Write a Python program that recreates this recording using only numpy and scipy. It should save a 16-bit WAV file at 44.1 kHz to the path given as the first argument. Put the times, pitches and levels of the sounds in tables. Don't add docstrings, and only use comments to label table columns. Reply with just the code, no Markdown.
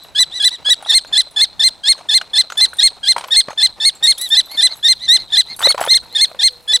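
import sys
import numpy as np
from scipy import signal
from scipy.io import wavfile
from scipy.ndimage import uniform_filter1d

SR = 44100
rng = np.random.default_rng(int(sys.argv[2]) if len(sys.argv) > 2 else 0)


def to_wav(sig):
    pcm = np.clip(np.atleast_2d(sig), -1, 1) * 32767
    pcm = np.round(pcm).astype(np.int16)
    wavfile.write(sys.argv[1], SR, pcm.T)


def volts_from_decibels(level):
    exponent = np.asarray(level, float) / 20
    return 10 ** exponent


N = 299880
TIME = np.arange(N) / SR
LEFT_RIGHT = np.array([[1], [-1]])


def band(x, lo_hz, hi_hz, order=2):
    return signal.sosfilt(signal.butter(order, [lo_hz, min(hi_hz, .49 * SR)], "band", fs=SR, output="sos"), x)


def unit(x):
    return x / np.sqrt(np.mean(x ** 2))


def walk(rate_hz):
    return unit(signal.sosfilt(signal.butter(2, rate_hz, fs=SR, output="sos"), rng.standard_normal(N)))


def colour_db(table, hz):
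    f, db = np.transpose(table)
    return np.interp(np.log(hz), np.log(f), db)


def arch(t0, t1, first, top, last, order=(10, 7), count=17):
    u = np.linspace(0, 1, count)
    return t0 + u * (t1 - t0), top + (first - top) * (1 - u) ** order[0] + (last - top) * u ** order[1]


def controls(points, smooth_s):
    s, *columns = np.transpose(points)
    return [uniform_filter1d(np.interp(TIME, s, c), int(smooth_s * SR)) for c in columns]


def ring(hz, db, t60_s, t):
    return volts_from_decibels(db - 60 * t / t60_s) * np.sin(2 * np.pi * hz * t)


def add(out, s, x):
    i = int(s * SR)
    out[i:i + len(x)] += x[:N - i]


def chick():
    # start_s, crack_s, reached_hz, reached_db
    heads = [(0.147, 0.172, 1697, -12), (0.396, 0.422, 1686, -11.5), (0.646, 0.687, 1704, -9.5),
             (0.887, 0.916, 1836, -5), (1.124, 1.147, 1788, -8.5), (1.36, 1.384, 1757, -10),
             (1.593, 1.617, 1824, -7), (1.833, 1.853, 1657, -15), (2.086, 2.107, 1825, -8),
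             (2.332, 2.353, 1787, -12), (2.57, 2.598, 1768, -10), (2.784, 2.806, 1883, -5),
             (3.029, 3.049, 1652, -14.5), (3.305, 3.339, 1860, -7), (3.574, 3.602, 1792, -11),
             (3.799, 3.814, 1835, -14.5), (4.025, 4.062, 1885, -5.5), (4.301, 4.349, 1810, -6),
             (4.571, 4.611, 1797, -7.5), (4.826, 4.874, 1865, -5.5), (5.078, 5.099, 1845, -6),
             (5.319, 5.354, 1790, -8), (5.625, 5.672, 2040, -3.5), (5.877, 5.938, 2112, -3),
             (6.148, 6.174, 1825, -8.5), (6.389, 6.411, 1817, -12.5), (6.675, 6.723, 1750, -11)]
    # landing_hz, landing_db, before_leap_hz, before_leap_db
    cracks = [(1665, -14, 1780, -8), (1606, -16.5, 1770, -7.5), (1663, -11.5, 1735, -8),
              (1698, -15.5, 1820, -8.5), (1657, -16.5, 1800, -6.5), (1690, -15, 1815, -6.5),
              (1695, -15.5, 1810, -9), (1660, -16.5, 1880, -7), (1689, -15, 1795, -10),
              (1670, -16.5, 1810, -8), (1710, -15.5, 1785, -12), (1620, -16, 1725, -13.5),
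              (1555, -19.5, 1805, -9), (1735, -14, 1725, -11.5), (1680, -14, 1825, -10.5),
              (1750, -17, 1825, -11.5), (1778, -13, 1775, -13), (1675, -14, 1785, -12.5),
              (1618, -15, 1695, -15), (1790, -10.5, 1800, -9), (1845, -4, 2045, -5.5),
              (1637, -15.5, 1600, -11), (1847, -16, 1960, -11), (1928, -11, 1700, -9),
              (1670, -16.5, 1800, -11.5), (1597, -17, 1795, -13), (1695, -16.5, 1705, -16)]
    # start_s, end_s, top_hz, crack_half_pitch_db
    crowns = [(0.193, .232, 1999, -13.5), (0.45, 0.481, 2000, -10), (0.704, 0.733, 1957, -18),
              (0.944, 0.982, 2121, -6.5), (1.177, 1.208, 2042, -10.5), (1.415, 1.443, 2117, -10.5),
              (1.638, 1.68, 2097, -10), (1.887, 1.923, 2143, -10), (2.143, 2.177, 2105, -8),
              (2.382, 2.411, 2069, -8), (2.611, 2.652, 2070, -6), (2.827, 2.876, 2140, -5.5),
              (3.084, 3.121, 2090, -13), (3.361, 3.406, 2117, -7), (3.628, 3.662, 2080, -7.5),
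              (3.851, 3.891, 2165, -11), (4.072, 4.118, 2143, -11), (4.37, 4.402, 2021, -6),
              (4.627, 4.669, 2035, -4), (4.884, 4.926, 2098, -16), (5.136, 5.165, 2065, -45),
              (5.37, 5.409, 2047, -7.5), (5.687, 5.716, 2190, -19), (5.944, 5.971, 2111, -21),
              (6.212, 6.247, 2131, -9), (6.433, 6.478, 2113, -4.5), (6.734, 6.763, 1990, -3.5)]
    # onset_hz, onset_db, crown_db, beak_treble_db
    effort = [(1603, -16, -7, -2.5), (1670, -13.5, -6.5, -3), (1595, -17, -6, -5), (1840, -12, -6.5, 0.5),
              (1745, -13.5, -7, -3.5), (1730, -13.5, -7, -3.5), (1775, -11, -6.5, -3),
              (1630, -18, -6, -2.5), (1797, -11.5, -6, -2.5), (1760, -13, -6, -5), (1750, -15, -6, -5),
              (1860, -12.5, -6, -1.5), (1636, -15.5, -6, -4.5), (1750, -15.5, -6, -2),
              (1765, -14.5, -6, -5), (1765, -16, -7, 0), (1840, -11, -6.5, -2), (1750, -17, -6, -5.5),
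              (1785, -14.5, -6, -4.5), (1720, -18, -6, -3), (1790, -11.5, -6, -4.5), (1740, -16, -6, -4.5),
              (1775, -16, -8, -0.5), (1735, -19, -7, -2), (1805, -12, -6.5, -2), (1795, -13.5, -6.5, -2.5),
              (1705, -19.5, -6.5, -4)]
    # partial_hz, level_db
    throat = [(800, -23.5), (1700, -16.5), (2100, -15.5), (2700, -16.5), (3400, 1), (4350, 0.5),
              (4750, -12), (5200, -10.5), (6300, -19), (7300, -14), (8400, -9), (10500, -21.5),
              (12500, -30), (14600, -35), (17000, -78)]
    leap_hz, droop, crack_rough = 189.8, 0.94, 1.35
    rows = []  # s, hz, db, half_db, rough, dull_db, air_db
    for head, crown, middle, push in zip(heads, crowns, cracks, effort):
        start, crack_s, head_hz, head_db = head
        t0, t1, top_hz, half_db = crown
        land_hz, land_db, leave_hz, leave_db = middle
        onset_hz, onset_db, crown_db, beak_db = push
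        crack = np.clip((half_db + 30) / 22, .2, 1.2)
        fall = np.clip((half_db + 30) / 18, 0, 1)
        end_hz = droop * top_hz
        rows += [
            (start - .001, .88 * onset_hz, -75, -30, .6, -22, -20),
            (start + 0.00101, .92 * onset_hz, onset_db - 13, -30, .6, -22, -20),
            (start + .004, .975 * onset_hz, onset_db - 4, -26, .6, -20, -24),
            (start + .009, onset_hz, onset_db, -24, .55, 0.77 * onset_db + beak_db, -25),
            (start + .55 * (crack_s - start), .1 * onset_hz + .9 * head_hz, head_db - 1.2, -23, .55,
             1.1 * head_db + beak_db, -27),
            (crack_s - .003, head_hz, head_db, -22, .4, 1.8 * head_db + beak_db, -27)]
        rows += [
            (crack_s, .98 * land_hz, land_db - 3 * crack, half_db + 2, crack, -14, -26 + 11 * crack),
            (crack_s + .003, land_hz, land_db, half_db + 2, crack_rough * fall, -12, -30 + 11 * crack),
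            (.4 * crack_s + .6 * t0, .62 * land_hz + .38 * leave_hz, .5 * (land_db + leave_db), half_db + 2,
             crack_rough * fall, -11, -30 + 12 * crack),
            (t0 - .001, leave_hz, leave_db, half_db, crack, -9, -30 + 12 * crack)]
        first_hz = min(leave_hz + leap_hz, top_hz)
        times, pitch = arch(t0 + .0017, t1, first_hz, top_hz, end_hz, order=(11, 10))
        for s, hz in zip(times, pitch):
            rows.append((s, hz, crown_db + 0.49, -30, .4, beak_db + 2.13 - 90 * (1 - hz / top_hz), -27))
        rows += [
            (t1 + .002, .95 * end_hz, crown_db - 9, -12, 1.8, -18, -15),
            (t1 + .012, .76 * end_hz, crown_db - 17, -8, 2.2, -22, -11),
            (t1 + .022, .56 * end_hz, -75, -11, 2.2, -22, -11)]
    hz, db, half_db, rough, dull_db, air_db = controls(sorted(rows), .0018)
    return syrinx(hz, db, half_db, rough, throat, dull_db, air_db)


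def mate():
    # start_s, end_s, top_hz, level_db
    calls = [(0.314, 0.409, 2020, -17.5), (.495, 0.565, 2007, -19.5), (0.848, 0.949, 2036, -18.5),
             (4.175, 4.286, 2027, -17), (4.483, 4.583, 2205, -26.5), (4.677, 4.749, 2153, -25),
             (4.994, 5.083, 2072, -20.5), (5.162, 5.241, 2140, -26.5), (5.289, 5.366, 1965, -26),
             (5.464, 5.553, 2166, -25.5), (6.098, 6.22, 2168, -28.5)]
    # partial_hz, level_db
    mate_throat = [(1500, -29.5), (2200, -7), (3200, 0), (4200, 3), (5500, -14.5), (8000, -14),
                   (10500, -20), (12000, -34), (17000, -52)]
    rows = []  # s, hz, db, dull_db
    for t0, t1, top_hz, call_db in calls:
        first_hz, last_hz = .8 * top_hz, .82 * top_hz
        times, pitch = arch(t0, t1, first_hz, top_hz, last_hz, order=(4, 6))
        swell_db = arch(t0, t1, -20.0, 0.86, -19, order=(2, 4))[1]
        rows.append((t0 - .01, first_hz, -75, 0))
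        for s, hz, db in zip(times, pitch, call_db + swell_db):
            rows.append((s, hz, db, 1.4 * (call_db + 17.5) + 0.5 * (db - call_db)))
        rows.append((t1 + 0.01296, last_hz - 120, -75, -12))
    hz, db, dull_db = controls(rows, .003)
    rough = 0.8 - 0.22 * dull_db.clip(-9, 0)
    return syrinx(hz, db, 0 * hz - 27, rough, mate_throat, dull_db, -22.5 - 0.49 * dull_db)


def syrinx(hz, db, half_db, rough, throat, dull_db, air_db, jitter=0.00815, shimmer_db=1.5):
    on = db > -70
    wander = 1 + jitter * rough * walk(481) + 0.00304 * walk(49.3)
    half_phase = (np.pi * np.cumsum(hz * wander) / SR)[on]
    wobble_db, tone = shimmer_db * walk(178), np.zeros(N)
    patch_db = 3.1 * walk(55)
    for k in range(1, 19):
        part_hz = hz[on] * k / 2
        part_db = colour_db(throat, part_hz) + (half_db[on] if k % 2 else 0)
        least = 0.45 * (k == 6) * (half_db[on] < -19)
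        part_db += dull_db[on] * np.clip(part_hz / 4000 - 1.2, least, 1.3)
        part_db += (rough * np.roll(wobble_db, 999 * k) + (k > 4) * np.roll(patch_db, 7919 * k))[on]
        tone[on] += volts_from_decibels(part_db) * (part_hz < 17000) * np.sin(k * half_phase + rng.uniform(0, 2 * np.pi))
    noise = rng.standard_normal(N)
    air = unit(band(noise, 3560, 5080)) + volts_from_decibels(-5.5) * unit(band(noise, 5500, 8000))
    air += volts_from_decibels(-5.5 + 4.5 * walk(71)) * unit(band(noise, 8900, 9910))
    air += volts_from_decibels(-39) * unit(band(noise, 460, 4200)) + volts_from_decibels(-17.5) * unit(band(noise, 7000, 15800))
    return volts_from_decibels(db) * on * (np.sqrt(2) * tone + volts_from_decibels(air_db + 4.3 * walk(63)) * air)


def box():
    # start_s, level_db, pitch_hz
    thuds = [(.204, -22, 1090), (0.826, -19.5, 800), (.861, -18, 850), (1.271, -30, 596),
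             (1.951, -29, 1063), (2.732, -18.5, 1473), (3.164, -2.5, 952), (3.484, -15.5, 239.8),
             (3.485, -13.5, 602), (3.497, -22, 1100), (3.515, -20, 1297), (3.506, -14.5, 863),
             (5.606, -14, 1102), (5.656, -8.5, 904), (5.671, 0.5, 546), (5.746, -6, 554),
             (5.787, -11.5, 757), (5.797, -9, 815), (5.813, .5, 689), (5.853, -12.5, 872),
             (5.875, -7.5, 532), (6.058, -29.5, 932), (6.315, -20.5, 628), (6.347, -22.5, 543)]
    # start_s, level_db, pitch_hz
    clacks = [(.048, -31, 690), (0.686, -20.5, 537), (.915, -28, 903), (1.048, -26, 544),
              (2.2135, -15, 2900), (2.214, -19, 1500), (2.501, -16.5, 1468), (2.522, -15, 1405),
              (2.556, -29, 740), (2.606, -24.5, 691), (3.181, -10, 952), (3.196, -23, 942),
              (3.21, -17, 963), (3.224, -33, 950), (3.24, -17, 950), (3.244, -19.5, 1040),
              (3.284, -21.5, 1020), (4.516, -28.5, 834), (5.616, -12.5, 890), (5.626, -11, 1383),
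              (5.706, -14.5, 1230), (5.777, -24, 903), (5.805, -20, 1000), (5.827, -14, 830),
              (5.846, -20, 1096), (5.839, -12, 1470), (5.864, -14, 887)]
    # start_s, end_s, level_db
    scrapes = [(0.017, 0.065, -46), (0.651, 0.714, -32.5), (0.8, 0.953, -35), (1.364, 1.421, -32),
               (1.95, 2.013, -34), (6.521, 6.565, -52), (2.492, 2.641, -43), (2.721, 2.749, -55),
               (3.166, 3.312, -34), (3.484, 3.531, -28.5), (4.143, 4.323, -46), (4.441, 4.805, -40),
               (5.588, 5.722, -25), (5.777, 5.889, -26), (6.016, 6.079, -44), (6.298, 6.361, -48)]
    thud_snap_db, clack_snap_db, scrape_snap_db = -22, -2, -7.5
    out, t = np.zeros(N), np.arange(1500) / SR
    hits = [(*row, thud_snap_db) for row in thuds] + [(*row, clack_snap_db) for row in clacks]
    for t0, t1, db in scrapes:
        luck = rng.random((40, 3))[:int((t1 - t0) * 170)]
        for when, pitch, size in luck:
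            hits.append((t0 + when * (t1 - t0), db - 2.1 * np.log(size), 520 * 3 ** pitch, scrape_snap_db))
    s, db, hz, snap_db = np.transpose(hits)[:, :, None]
    knocks = volts_from_decibels(db - 2.0) * knock(hz, snap_db, rng.standard_normal((len(hits), 1500)), t)
    for at, x in zip(s[:, 0], knocks):
        add(out, at - .0005, x)
    return band(out, 357, 17000, order=2) + 0.41 * band(out, 108, 413)


def knock(hz, snap_db, grit, t):
    # pitch_ratio, level_db, t60_s
    modes = [(0.999, 3.5, 0.021), (1.886, -7.5, 0.0077), (0.73, -11, 0.0068)]
    body = sum(ring(hz * ratio, db, t60_s, t) for ratio, db, t60_s in modes)
    slow_decay, fast_decay = volts_from_decibels(-60 * t / 0.03), volts_from_decibels(-60 * t / 0.007)
    snap = volts_from_decibels(snap_db) * (ring(3090, 0, 0.012, t) + 2.0 * band(grit, 720, 4200) * slow_decay)
    rattle = 1.78 * band(grit, 460, 1760) * slow_decay
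    rattle = rattle + volts_from_decibels(snap_db - 4) * band(grit, 3800, 7400) * fast_decay
    return (body + snap + rattle) * (1 - np.exp(-t / 0.00042))


def jingle():
    # start_s, level_db, loudest_hz
    touches = [(0.035, -36, 11400), (0.8247, -32.5, 9340), (1.0747, -36, 7100), (1.31, -37, 9440),
               (1.9784, -37, 6390), (2.2133, -54, 6080), (2.5045, -33, 6156), (2.5215, -27.5, 6880),
               (2.5765, -18, 9380), (2.686, -41, 6310), (2.7357, -31, 8800), (2.7693, -28, 8780),
               (3.1643, -30, 8750), (3.182, -24, 8730), (3.276, -33, 11400), (3.504, -32, 6425),
               (3.9527, -32, 7580), (4.0399, -10, 7570), (4.1806, -18.5, 10940), (4.213, -11.5, 11210),
               (4.289, -23, 11110), (4.4583, -34.5, 11430), (4.5135, -27.5, 11320), (4.735, -36, 6460),
               (4.7686, -33, 11270), (5.5492, -47, 6250), (5.5638, -27, 11200), (5.5925, -19.5, 8870),
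               (5.745, -35, 7850), (5.786, -37, 14050), (5.8062, -18, 10360), (5.8135, -19.5, 7890),
               (5.849, -20.5, 10450)]
    # pitch_hz, level_db, t60_s
    ring_modes = [(4600, -10, 0.1), (6250, -9, 0.08), (7450, -14.5, 0.27), (7840, -5, .1),
                  (8780, -3.5, 0.073), (9400, -13, 0.17), (10530, -7, 0.24), (11400, -8, .06),
                  (14050, -17, .15)]
    out, t = np.zeros(N), np.arange(9000) / SR
    for (s, db, hz), luck in zip(touches, rng.standard_normal((len(touches), 9000))):
        modes = 0
        for k, (mode_hz, mode_db, t60_s) in enumerate(ring_modes):
            modes = modes + ring(mode_hz * (1 + 0.00373 * luck[k]), mode_db - 5 + 6 * luck[k + 20], t60_s, t)
        tick = 1.4 * band(luck, 0.34 * hz, 1.5 * hz) * volts_from_decibels(-60 * t / 0.034)
        tick += 0.89 * band(luck, 0.92 * hz, 1.08 * hz) * volts_from_decibels(-60 * t / 0.37)
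        add(out, s, volts_from_decibels(db - 8.5) * (ring(hz, 4.7, 0.11, t) + modes + tick))
    return out


def rustle():
    # start_s, end_s, level_db
    drags = [
        (.89, .95, -44),
        (2.569, 2.62, -40),
        (4.03, 4.07, -36),
        (4.17, 4.3, -40),
        (4.495, 4.64, -47),
        (4.755, 4.79, -44),
        (5.592, 5.731, -34),
        (5.801, 5.9, -38.5),
    ]
    swell = 0
    for t0, t1, db in drags:
        swell = swell + volts_from_decibels(db) * np.sin(3.14 * np.clip((TIME - t0) / (t1 - t0), 0, 1)) ** .6
    grit = rng.standard_normal(N) * volts_from_decibels(6.4 * walk(150))
    hiss = unit(band(grit, 9800, 12400)) + 0.68 * unit(band(grit, 7400, 10400))
    return swell * (hiss + .35 * unit(band(grit, 12500, 15000)))


def field(x):
    t60_s, lag_s, level_db, patch_db, sway, earlier_s = .48, 0.042, -27.5, 1.5, 0.5, .29
    t = np.arange(int(.6 * SR)) / SR
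    decay = volts_from_decibels(-60 * t / t60_s) * np.clip(t / lag_s, 0, 1) ** 2
    mid, side = rng.standard_normal((2, len(t))) * decay * volts_from_decibels(patch_db * walk(30)[:len(t)])
    tails = band(np.array([mid + 0.22 * side, mid - 0.12 * side]), 3520, 4500, order=1)
    tails += 0.41 * band(np.array([mid, mid + 0.3 * side]), 5800, 9000, order=1)
    tails *= volts_from_decibels(level_db) / np.sqrt(np.sum(mid ** 2))
    lead = int(earlier_s * SR)
    wet = signal.fftconvolve(np.r_[x[:lead], x][None], tails, axes=1)
    return wet[:, lead:lead + N] * (1 + sway * walk(260)) / np.hypot(1, sway)


def far_hum():
    # band_hz, level_db_per_hz
    hum_colour = [(150, -9), (280, -10.5), (460, -9.5), (820, -3), (1600, -15), (2200, -12), (3700, -19),
                  (6000, -19), (9000, -31), (12000, -24), (16000, -44)]
    hum, stir = 0, walk(16.3)
    for hz in 160 * 2 ** np.arange(0, 6.6, .5):
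        mid, side = band(rng.standard_normal((2, N)), hz / 1.264, hz * 1.114)
        apart = np.clip((170 / hz) ** 2 + (hz / 14000) ** 2, .06, 1)
        level_db = colour_db(hum_colour, hz) + 2.0 * walk(42) + 3.4 * min(2500 / hz, 1) * stir
        hum = hum + volts_from_decibels(level_db) * (mid + apart * side * LEFT_RIGHT)
    hum = hum / np.sqrt(np.mean(band(hum[0], 160, 2300) ** 2))
    return volts_from_decibels(-48 + 1.5) * hum


def far_engine():
    fade = np.clip(TIME - 5.85, 0, .2) / 0.2
    return volts_from_decibels(-51.5 + 4.4 * walk(6.7)) * fade * np.sin(2 * np.pi * 490 * TIME + 0.86 * walk(13.6))


def wind():
    # time_s, level_db
    gust = [
        (0, -54),
        (4.7, -52.5),
        (5.2, -50.5),
        (6.8, -51),
    ]
    # centre_s, level_db
    puffs = [
        (.62, 0),
        (3.5, 5),
        (5.08, 7.5),
        (5.22, 7),
        (5.65, 3),
        (6.12, -8),
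        (6.22, 0),
    ]
    buffet, common = band(rng.standard_normal((2, N)), 40, 104, order=1)
    air = unit(1.34 * buffet * LEFT_RIGHT + common * np.array([[.8], [1.1]]))
    push = 1 + sum(volts_from_decibels(db) * np.exp(-((TIME - at) / 0.027) ** 2) for at, db in puffs)
    return push * air * volts_from_decibels(np.interp(TIME, *np.transpose(gust)) + 3.0 * walk(1.7))


def scene():
    birds, rings = chick() + mate(), jingle() + rustle()
    things = box() + rings
    slope = np.gradient(birds)
    voices = np.array([volts_from_decibels(-0.3) * birds + 0.071 * slope, volts_from_decibels(0.03) * birds - 0.066 * slope])
    handled = things * volts_from_decibels(0.2 * LEFT_RIGHT) + 0.18 * np.gradient(rings) * LEFT_RIGHT
    return voices + handled + field(birds + things) + far_hum() + far_engine() + wind()


def band_limit(x):
    return signal.sosfilt(signal.butter(12, 16440, fs=SR, output="sos"), x)


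def record(dry):
    thud = 0.006 * band(dry ** 2, 3, 110, order=1)
    bent = np.tanh(0.65 * (dry + thud)) / 0.82
    top_cut = signal.ellip(10, .2, 70, 15980, fs=SR, output="sos")
    return band_limit(signal.sosfilt(top_cut, bent))


dry = scene()
out = record(dry)
to_wav(out)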